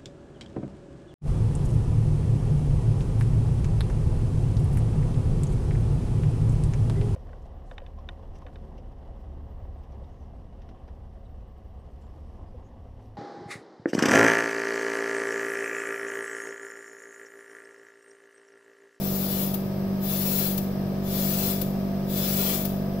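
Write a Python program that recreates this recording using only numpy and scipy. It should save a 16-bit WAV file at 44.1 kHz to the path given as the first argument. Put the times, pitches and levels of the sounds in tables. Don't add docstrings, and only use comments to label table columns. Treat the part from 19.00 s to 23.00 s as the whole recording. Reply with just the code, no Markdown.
import sys
import numpy as np
from scipy import signal
from scipy.fft import rfft, irfft, next_fast_len
from scipy.io import wavfile
from scipy.ndimage import uniform_filter1d, map_coordinates

SR = 44100
rng = np.random.default_rng(int(sys.argv[2]) if len(sys.argv) > 2 else 0)


def store_pcm(level_fs):
    pcm = np.round(np.clip(level_fs, -1, 1) * 32767).astype(np.int16)
    wavfile.write(sys.argv[1], SR, np.atleast_2d(pcm).T)


N = 176400


def amp(db):
    return 10 ** (np.asarray(db) / 20)


def unit(x):
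    return x / np.sqrt(np.mean(x ** 2) + 1e-20)


def along(points, hz):
    f, v = np.transpose(points)
    return np.interp(np.log(hz + 1), np.log(f + 1), v)


def wobble(rate):
    knots = rng.standard_normal(int(N * rate / SR) + 4)
    return map_coordinates(knots, [np.arange(N) * rate / SR])


def filtered(x, response):
    size = next_fast_len(N + SR // 4)
    return irfft(rfft(x, size) * response(np.fft.rfftfreq(size, 1 / SR)), size)[..., :N]


def rush(spectrum):
    # f/Hz, coherence
    coherence = [(60, .94), (130, .99), (290, .78), (640, .68), (1400, .25), (3100, .06), (7000, 0),
                 (15000, 0)]

    def mid_side_gains(hz):
        angle = np.arccos(np.clip(along(coherence, hz), -1, 1)) / 2
        return amp(along(spectrum, hz)) * [np.cos(angle), np.sin(angle)]

    mid, side = filtered(rng.standard_normal((2, N)), mid_side_gains)
    return unit(np.array([mid + side, mid - side]))


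def flicker(x, depth_db):
    frames = signal.stft(x, nperseg=1024)[2]
    patches = uniform_filter1d(rng.standard_normal(frames.shape[1:]), 4, axis=0)
    patches = uniform_filter1d(patches, 9, axis=1)
    return signal.istft(frames * amp(depth_db * unit(patches)), nperseg=1024)[1][:, :N]


def near_walls(x, strength, count=8):
    delays_s = rng.uniform(.002, .012, (count, 2, 1))
    comb = lambda hz: 1 + strength * sum(np.exp(-2j * np.pi * hz * delay) for delay in delays_s)
    return unit(filtered(x, comb))


def gas_jet(rise_s=0.12, swell_db_per_s=10, fall_db_per_s=105, body_hz=9000):
    # opening t/s, start of closing t/s, level then/dB, extra level below body_hz/dB
    bursts = [(-0.07, 0.437, -23.5, -1), (0.988, 1.459, -20, -1), (2.021, 2.495, -21.5, 1),
              (3.059, 3.542, -20.5, 1.35)]
    # f/Hz, relative level/dB
    spectrum = [(150, -41), (450, -1.5), (750, -14), (1100, -17), (1700, -17.5), (2400, -17.5), (3200, -16),
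                (4500, -15), (5600, -11), (6500, -15), (7700, -13.5), (8300, -16.5), (9000, -23.5),
                (9900, -16), (10300, -7), (11600, -5.5), (13500, -0.5), (15300, 2.5), (16000, -2.5)]
    # f/Hz, width/Hz, lift/dB
    resonances = [(2350, 240, 2.5), (2900, 280, 3.5), (3480, 230, 7), (4100, 260, 6), (4600, 200, 5.5),
                  (5100, 140, 3), (6570, 220, 3), (7130, 220, 4), (7760, 160, 3.5)]
    t, gas = np.arange(N) / SR, np.zeros((2, N))
    tubing = lambda hz: amp(sum(db / (1 + (2 * (hz - f) / width) ** 2) for f, width, db in resonances))
    hiss = flicker(filtered(rush(spectrum), tubing), depth_db=2.1)
    hiss = near_walls(hiss, strength=0.24)
    body = filtered(hiss, lambda hz: 1 / (1 + (hz / body_hz) ** 8))
    for opens, closes, db, body_db in bursts:
        opening = np.clip((t - opens) / rise_s, 0, 1)
        swell_db = -swell_db_per_s * np.maximum(closes - t, 0)
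        fall_db = -fall_db_per_s * np.maximum(t - closes, 0)
        flow = opening * amp(db + swell_db + fall_db)
        gas += flow * (hiss + (amp(body_db) - 1) * body)
    flutter_db = .5 * wobble(60) + .3 * wobble(14)
    return gas * amp(flutter_db)


def leak(level_db=-47):
    # f/Hz, relative level/dB
    spectrum = [(1000, -5), (2500, 0.5), (4000, -2), (4600, -3), (4900, 3), (5500, -0.5), (6300, -3),
                (6800, -18), (7500, -7.5), (9700, -11), (10300, -8), (11500, -4), (12600, 1), (14000, 5),
                (15300, -1), (16000, -13)]
    return amp(level_db) * near_walls(rush(spectrum), strength=.12)


def motor(turns, level_db=-29, blur_rad=0.018, spread_rad=0.055):
    # multiple of the shaft rate, relative level/dB
    harmonics = [(1, -16.5), (2, -16.5), (3, -8), (4, -0.5), (5, -14), (6, -22.5), (7, -17), (8, -14.5),
                 (9, -28.5), (10, -29), (11, -31), (12, -30), (13, -19.5), (14, -19), (15, -34),
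                 (16, -29.5), (17, -35.5), (18, -42.5), (19, -30), (20, -37.5), (21, -35.5), (22, -50.5),
                 (23, -44), (24, -31), (25, -42), (26, -29.5)]
    growth_db = {1: 4.3, 5: 4.7, 14: 6}
    growth_at_s, growth_time_s = 1.88, 0.15
    growth = np.tanh((np.arange(N) / SR - growth_at_s) / growth_time_s) / 2
    hum = np.zeros((2, N))
    for order, db in harmonics:
        scatter = .16 * order * rng.standard_normal()
        phase = 2 * np.pi * order * turns + scatter + blur_rad * order * wobble(7)
        ear_offset = min(spread_rad * order / 2, .7) * rng.choice([-1, 1])
        waver_db = .9 * wobble(7)
        rms = amp(db + growth_db.get(round(order), 0) * growth + waver_db)
        hum += np.sqrt(2) * rms * np.sin(phase + np.array([[ear_offset], [-ear_offset]]))
    return amp(level_db) * hum


def fan(hz=366.7, level_db=-52):
    phase = 2 * np.pi * hz * np.arange(N) / SR + 1.2 * wobble(3.92)
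    return amp(level_db) * np.sqrt(2) * np.sin(phase)


def room_air(turns, level_db=-36.5, throb_depth=0.1):
    # f/Hz, relative level/dB
    spectrum = [(20, 2), (35, -28), (60, -4), (85, -0.5), (122, 5), (160, 2.5), (220, 1.5), (300, -1),
                (370, -4), (430, -3), (550, 1.5), (660, -4), (740, -6.5), (850, -13.5), (1100, -15),
                (1500, -21), (1650, -14), (1800, -21.5), (2400, -28), (4000, -86), (8000, -66)]
    return amp(level_db) * (1 + throb_depth * np.cos(2 * np.pi * turns)) * rush(spectrum)


def valve_spits(rise_s=0.0027, hold_s=0.0026, fall_s=0.0076, room_db=-10):
    # t/s, level/dB
    spits = [(0.544, -23.5), (1.581, -21.5), (2.618, -22), (3.655, -22)]
    # f/Hz, relative level/dB
    spectrum = [(800, -11), (2000, -12), (3300, -5.5), (5000, -5.5), (7500, -8), (9000, -8.5), (10500, 0.5),
                (13500, 8), (15300, 11), (16000, -1.5)]
    t, flow = np.arange(N) / SR, np.zeros(N)
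    for centre_s, db in spits:
        before_s = np.maximum(centre_s - hold_s / 2 - t, 0)
        after_s = np.maximum(t - centre_s - hold_s / 2, 0)
        flow += amp(db) * np.exp(-before_s / rise_s - after_s / fall_s)
    clicks = flow * rush(spectrum)
    return clicks + amp(room_db) * room_tail(clicks)


def room_tail(x, t60_s=.35):
    t = np.arange(SR // 2) / SR
    tail = rng.standard_normal((2, len(t))) * amp(-60 * t / t60_s)
    return signal.fftconvolve(x, tail / np.linalg.norm(tail[0]), axes=1)[:, :N]


def scene(shaft_hz=48.35, drift=0.001507):
    turns = np.cumsum(shaft_hz * (1 + drift * wobble(2.025))) / SR
    return gas_jet() + valve_spits() + leak() + motor(turns) + fan() + room_air(turns)


def record(dry, top_hz=15650):
    # f/Hz, gain/dB
    right_response = [(1000, 0), (2500, -1), (5400, -2), (5800, -14), (6100, -25), (6500, 1), (7600, -24),
                      (8100, -14), (9800, -8), (11000, -23), (13000, -21.5), (15000, -28)]
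    gains = lambda hz: np.array([np.ones_like(hz), amp(along(right_response, hz))])
    return filtered(dry, lambda hz: gains(hz) * (hz < top_hz))


dry = scene()
out = record(dry)
store_pcm(out)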